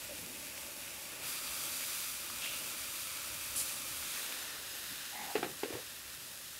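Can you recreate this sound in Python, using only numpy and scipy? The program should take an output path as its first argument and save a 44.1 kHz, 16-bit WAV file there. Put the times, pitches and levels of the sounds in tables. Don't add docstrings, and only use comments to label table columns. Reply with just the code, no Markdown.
import sys
import numpy as np
from scipy import signal
from scipy.fft import rfft, irfft, next_fast_len
from scipy.io import wavfile
from scipy.ndimage import uniform_filter1d

SR = 44100
rng = np.random.default_rng(int(sys.argv[2]) if len(sys.argv) > 2 else 0)


def voltage_ratio(decibels):
    exponent = np.asarray(decibels, float) / 20
    return 10 ** exponent


def wav_out(sig):
    wavfile.write(sys.argv[1], SR, np.round(np.clip(np.atleast_2d(sig).T, -1, 1) * 32767).astype(np.int16))


N = 290619
TIME = np.arange(N) / SR
GROUND_MS = 3.45
TOP_HZ = 15750
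# (time [s], browned side [0-1], freshly turned side [0-1], later moment [0-1])
STAGE = [
    (0, 0.94, 0, 0.01),
    (1.215, 0.82, 0.05, 0.02),
    (1.27, 0.31, 0.98, 0.05),
    (3.97, 0.09, 0.89, 0.09),
    (4.03, 0.03, 0.65, 0.23),
    (4.6, 0.01, 0.01, 0.85),
    (6.59, 0.15, 0.26, 1),
]


def read(table):
    s, *columns = np.transpose(table)
    return [np.interp(TIME, s, column) for column in columns]


def unit(x, lo_hz, hi_hz):
    f = np.fft.rfftfreq(N, 1 / SR)
    power = np.abs(rfft(x)) ** 2
    return x * N / np.sqrt(2 * power[(f > lo_hz) & (f < hi_hz)].sum())


def colour(x, spectrum, echoes):
    hz, db = np.transpose(spectrum)
    f = np.fft.rfftfreq(4096, 1 / SR)
    log_gain = np.interp(np.log(f + 1), np.log(hz), db) * np.log(10) / 20
    cepstrum = irfft(log_gain)
    cepstrum[1:2048] *= 2
    cepstrum[2049:] = 0
    comb = 1 + sum(gain * np.exp(-2j * np.pi * f * ms / 1000) for ms, gain in echoes)
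    return signal.fftconvolve(x, irfft(np.exp(rfft(cepstrum)) * comb))[:N]


def band(x, hz, width_hz):
    return signal.lfilter(*signal.iirpeak(hz, hz / width_hz, SR), x)


def walk(rate):
    k = int(SR / rate)
    steps = np.repeat(rng.standard_normal(N // k + 1), k)
    return 1.44 * uniform_filter1d(uniform_filter1d(steps, k), k)[:N]


def bubbles(rate, spread_db, steam):
    burst = rng.random(N) < rate / SR
    sign = rng.standard_normal(N)
    size = rng.exponential(size=N)
    noise = rng.standard_normal(N)
    pops = burst * sign * voltage_ratio(spread_db * np.minimum(size, 4))
    share = np.clip(steam, 0, 1)
    return np.sqrt(1 - share) * pops / pops.std() + np.sqrt(share) * noise


def ring(hz, t60, length=.15):
    t = TIME[:int(length * SR)]
    return np.sin(2 * np.pi * hz * t) * np.exp(-np.log(1000) * t / t60)


def add(out, s, sound):
    i = int(s * SR)
    out[i:i + len(sound)] += sound[:N - i]


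def gusts(events, rate, steam, flicker_db):
    out = 0
    for s, rise, hold, t60, hz, width_hz, db in events:
        fade = voltage_ratio(-60 * np.maximum(TIME - s - rise - hold, 0) / t60)
        shape = np.clip((TIME - s) / rise, 0, 1) * fade
        grains = band(band(bubbles(rate, 2.6, steam), hz, width_hz), hz, 1.8 * width_hz)
        out = out + voltage_ratio(db + flicker_db * walk(60)) * shape * grains / grains.std()
    return out


def garden():
    # (frequency [Hz], level [dB per Hz])
    hum_colour = [(59, -51), (100, -2.5), (356, -2), (394, -2), (579, -1), (718, -4.5), (842, -5),
                  (1500, -10), (1950, -31), (3300, -120)]
    # (frequency [Hz], level [dB per Hz])
    rumble_colour = [(15, -30), (30, -10), (48, -14.5), (60, -6), (69, 2), (80, -6), (120, -6),
                     (170, -10.5), (300, -42.5)]
    # (time [s], half length [s], extra level [dB])
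    traffic = [
        (0.0, 0.2, 4.5),
        (0.7, 0.08, 3),
        (1.98, 0.15, 0.5),
        (2.46, .04, -9),
        (3.317, .06, 7.0),
        (3.58, 0.13, 6.5),
        (3.925, 0.12, 5),
        (4.3, .12, -6),
        (5.55, 0.14, -4.0),
    ]
    hum_db, late_hum_db = -57.5, -62.5
    rumble_db, late_rumble_db = -67.5, -68.5
    later = np.clip(read(STAGE)[2], 0, 1)
    early_hum, late_hum = (unit(colour(rng.standard_normal(N), hum_colour, [(GROUND_MS, gain)]), 150, 1130)
                           for gain in (.55, .15))
    hum = np.sqrt(1 - later) * voltage_ratio(hum_db) * early_hum + np.sqrt(later) * voltage_ratio(late_hum_db) * late_hum
    rumble = unit(colour(rng.standard_normal(N), rumble_colour, []), 40, 123)
    swell_db = sum(db * np.exp(-((TIME - s) / half) ** 2) for s, half, db in traffic)
    level_db = rumble_db + later * (late_rumble_db - rumble_db) + swell_db
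    return voltage_ratio(1.0 * walk(8)) * hum + voltage_ratio(level_db + 1.4 * walk(9)) * rumble


def drags():
    # (time [s], hold [s], frequency [Hz], width [Hz], level [dB])
    scrapes = [(5.11, .12, 800, 160, -50.5), (5.12, 0.052, 2800, 780, -59), (5.115, 0.066, 1020, 120, -58),
               (5.13, 0.07, 2050, 350, -51), (5.28, 0.032, 800, 130, -47.5), (5.191, 0.04, 230, 100, -56),
               (0.086, 0.19, 220, 160, -58), (5.36, .08, 160, 98, -54), (4.9, .025, 215, 110, -57),
               (5.73, 0.027, 125, 54, -51.5), (5.13, .12, 300, 350, -60), (5.4, .06, 350, 400, -53),
               (5.69, 0.052, 450, 600, -54), (1.083, 0.13, 360, 810, -61), (4.0, .4, 600, 800, -60),
               (5.72, .04, 95, 50, -63), (2.31, 0.26, 150, 70, -66)]
    events = [(s, 0.4 * hold, hold, 4.1 * hold, hz, width_hz, db) for s, hold, hz, width_hz, db in scrapes]
    return gusts(events, 1500, 0.54, 0.99)


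def knocks():
    # (time [s], peak level [dB], board frequency [Hz], crack level [dB], crack frequency [Hz])
    landings = [(5.354, -23, 420, -7.5, 2100), (5.362, -35, 280, 1, 2120), (5.371, -44, 328, -6, 2240),
                (5.381, -42, 360, -1, 2090), (5.393, -38, 355, -11, 2200), (5.404, -44, 444, -5, 1920),
                (5.429, -30.5, 356, 0, 1400), (5.444, -36, 397, -4, 1470), (5.462, -39, 394, -10, 1900),
                (5.474, -51, 353, -6, 1790), (5.5, -48, 361, -12, 1870), (5.633, -28.5, 403, -6.5, 2300),
                (5.644, -39, 310, -18, 1110), (5.655, -38, 480, -19, 2550), (5.684, -45, 468, -15, 1880),
                (5.704, -36, 357, -16, 1890), (5.726, -39, 538, -6, 1110), (5.734, -38, 476, -6, 1400),
                (5.752, -34, 378, -11, 1300), (5.769, -39.5, 482, -15, 1340), (5.786, -44, 511, -13, 1880),
                (5.799, -48, 462, -5, 1820)]
    # (frequency [Hz], t60 [s], level [dB])
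    table_modes = [(150, .06, -32), (213, .06, -24), (326, 0.071, -10), (530, 0.053, -7.5),
                   (740, .04, -9.5), (830, 0.033, -10.5), (1060, 0.025, -16)]
    push_ms, crack_rise_ms = 3.85, 1.7
    out, t = np.zeros(N), TIME[:int(.15 * SR)]
    for s, db, board_hz, crack_db, crack_hz in landings:
        rough = rng.standard_normal(len(t))
        weight = voltage_ratio(2.0 * rng.standard_normal(len(table_modes)))
        push = rough * np.exp(-t * 1000 / push_ms)
        board = ring(board_hz, 0.038) * np.minimum(t * 1000 / push_ms, 1)
        modes = sum(w * voltage_ratio(mode_db + (crack_db + 11.0 if hz > 700 else 0)) * ring(hz, t60)
                    for w, (hz, t60, mode_db) in zip(weight, table_modes))
        shaken = signal.fftconvolve(modes, push / np.sqrt(np.sum(push ** 2)))[:len(t)]
        crack_fade = np.exp(-t / 0.0065) + 0.45 * np.exp(-t / 0.02)
        crack = rough * np.minimum(t * 1000 / crack_rise_ms, 1) * crack_fade
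        crack = band(band(band(crack, crack_hz, 2000), 1500, 2600), 1700, 3600)
        blow = board / np.abs(board).max() + 0.79 * shaken + voltage_ratio(crack_db + 8.0) * crack
        add(out, s - .001, voltage_ratio(db) * blow)
    t = TIME[:9000]
    walls = rng.standard_normal(9000) * voltage_ratio(-60 * t / 0.24) * np.minimum(t / 0.0071, 1)
    wet = out + voltage_ratio(-40.0) * signal.fftconvolve(out, walls)[:N]
    return signal.sosfilt(signal.butter(N=4, Wn=190, btype="high", fs=SR, output="sos"), wet)


def crackles():
    # (time [s], peak level [dB], frequency [Hz])
    lone_pops = [(0.0472, -34, 2480), (0.0744, -36, 2710), (0.5781, -30, 2800), (0.6659, -34, 4750),
                 (0.8794, -34, 2430), (1.6523, -32, 3700), (1.8382, -30, 2400), (2.3004, -31.5, 1300),
                 (2.4614, -27, 2550), (3.4114, -31, 2446), (4.027, -35, 1500), (4.324, -27, 2680)]
    # (time [s], peak level [dB], frequency [Hz])
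    taps = [
        (0.049, -52, 604),
        (0.093, -43, 587),
        (0.108, -41.5, 584),
        (0.12, -44, 552),
    ]
    length = int(.15 * SR)
    out = np.zeros(N)
    for s, db, hz in lone_pops:
        thump = -voltage_ratio(db) * ring(hz, 6.4 / hz)
        snap = voltage_ratio(db - 6) * rng.standard_normal(length) * ring(SR / 4, 0.012)
        add(out, s, thump + snap)
    bowl_echo = 0.29 * np.roll(out, int(0.00084 * SR))
    ground_echo = 0.33 * np.roll(out, int(GROUND_MS * SR / 1000))
    out = out + bowl_echo + ground_echo
    out = signal.sosfilt(signal.butter(N=2, Wn=700, btype="high", fs=SR, output="sos"), out)
    for s, db, hz in taps:
        add(out, s, voltage_ratio(db + 3.5) * ring(hz, .05) * np.minimum(TIME[:length] / 0.0031, 1))
    return out


def flares():
    # (time [s], fade t60 [s], frequency [Hz], width [Hz], level [dB])
    flashes = [(2.411, 0.77, 2730, 540, -43.5), (2.43, .15, 3430, 420, -48),
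               (2.41, 0.18, 2700, 5000, -45.5), (3.553, 0.3, 9500, 4600, -36.5),
               (3.562, 0.17, 7570, 510, -47), (3.566, 0.2, 4500, 3500, -46), (1.79, 0.21, 2460, 790, -51),
               (4.012, .06, 2300, 2700, -52.5), (1.26, 8.6, 4770, 340, -55), (1.225, 1.5, 11000, 5000, -49),
               (3.6, 1.1, 8200, 3000, -52), (2.47, 0.68, 3400, 640, -53), (1.32, 7, 1290, 280, -60.5)]
    rise_s, hold_s = 0.011, 0.03
    events = [(s, rise_s, hold_s, t60, hz, width_hz, db) for s, t60, hz, width_hz, db in flashes]
    return gusts(events, 4000, 0.68, 1.1)


def sizzle():
    # (time [s], level [dB])
    heat = [(0, -45), (0.5, -46), (1.215, -47.5), (1.29, -42.5), (1.45, -43), (1.85, -41.5), (2.32, -44),
            (2.7, -44), (3.0, -42.8), (3.15, -44.5), (3.5, -43.5), (3.7, -41.5), (3.95, -42.8),
            (4.15, -41.5), (4.75, -45.5), (5.0, -45.4), (5.7, -48.5), (6.59, -50)]
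    # (frequency [Hz], level [dB per Hz])
    browned = [(500, -18.5), (900, -10.5), (1500, -5.5), (2100, -2.5), (2600, 0), (3200, -3.5),
               (5200, -4.5), (8000, -4), (12000, -3.5), (13500, -6.5), (15700, -10)]
    # (frequency [Hz], level [dB per Hz])
    turned = [(500, -24.5), (900, -12), (1300, -2), (2000, -7), (2400, -1), (3200, -3), (4100, -3),
              (4750, -3.5), (5300, -4), (6500, -4), (10000, -2.5), (12000, -4), (13500, -5), (15700, -8.5)]
    # (frequency [Hz], level [dB per Hz])
    later = [(500, -23), (950, -10), (1300, -5), (1850, 1.5), (2250, -5.5), (2750, -1), (3900, -1),
             (5700, -3.5), (8000, -4.5), (12000, -4), (13500, -6), (15700, -10.5)]
    # (delay [ms], gain [ratio])
    bowl = [
        [(.39, 0.05), (.96, -0.078)],
        [(0.839, 0.17), (0.37, -0.0039), (1.4, -0.036)],
        [(.59, 0.041), (.77, .12), (.93, -0.028)],
    ]
    # (level at usual boiling [dB], change per dB of boiling [dB])
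    body_balance = [
        (-1.5, -0.8),
        (1.7, -1.68),
        (1.6, 1.1),
    ]
    usual_db = -44.5
    level_db, = read(heat)
    shares = np.clip(read(STAGE), 0, 1)
    body_db = sum(share * (db + slope * (level_db - usual_db))
                  for share, (db, slope) in zip(shares, body_balance)) / shares.sum(axis=0)
    out = 0
    for share, spectrum, echoes in zip(shares, (browned, turned, later), bowl):
        fizz = bubbles(1500, 3.0, .85) * voltage_ratio(.5 * walk(30) + 0.22 * walk(13))
        out = out + np.sqrt(share) * unit(colour(fizz, spectrum, echoes), 2900, 14400)
    body = signal.lfilter(*signal.butter(N=1, Wn=3000, fs=SR), out)
    balanced = out + (voltage_ratio(body_db + 1.06 * walk(9)) - 1) * body
    return voltage_ratio(level_db + 0.49 * walk(6)) * balanced


def scene():
    mono = garden() + drags() + knocks() + crackles() + flares() + sizzle()
    return np.array([mono, mono])


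def low_pass(x):
    return signal.sosfilt(signal.butter(12, 16900, fs=SR, output="sos"), x)


def record(dry):
    # (time [s], low edge [Hz], high edge [Hz], level [dB])
    puffs = [(0.45, 13210.0, 15770.0, -60.6), (0.916, 5790, 6870.0, -65), (1.289, 10380.0, 11540.0, -52),
             (1.668, 11080.0, 12300, -55), (1.901, 5330.0, 14720.0, -53), (4.243, 6380.0, 15440.0, -55),
             (4.432, 5730.0, 7530.0, -54.9), (4.713, 4650.0, 5600.0, -57.9), (5.123, 4760.0, 15580.0, -65),
             (5.306, 6360.0, 10990.0, -59), (6.148, 6450, 14530.0, -56.5), (6.24, 4390.0, 12960, -61),
             (6.443, 6320, 14220.0, -59)]
    side, window = np.zeros(N), np.hanning(2048)
    for s, lo_hz, hi_hz, db in puffs:
        edges_hz = [lo_hz, min(hi_hz, TOP_HZ)]
        sos = signal.butter(N=6, Wn=edges_hz, btype="band", fs=SR, output="sos")
        noise = signal.sosfilt(sos, rng.standard_normal(2048))
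        add(side, s - 1024 / SR, voltage_ratio(db + 2) * window * noise / noise.std())
    size = next_fast_len(N)
    spectrum = rfft(dry + np.array([side, -side]), size)
    spectrum[:, np.fft.rfftfreq(size, 1 / SR) > TOP_HZ] = 0
    mix = irfft(spectrum, size)[:, :N]
    return low_pass(mix)


dry = scene()
out = record(dry)
wav_out(out)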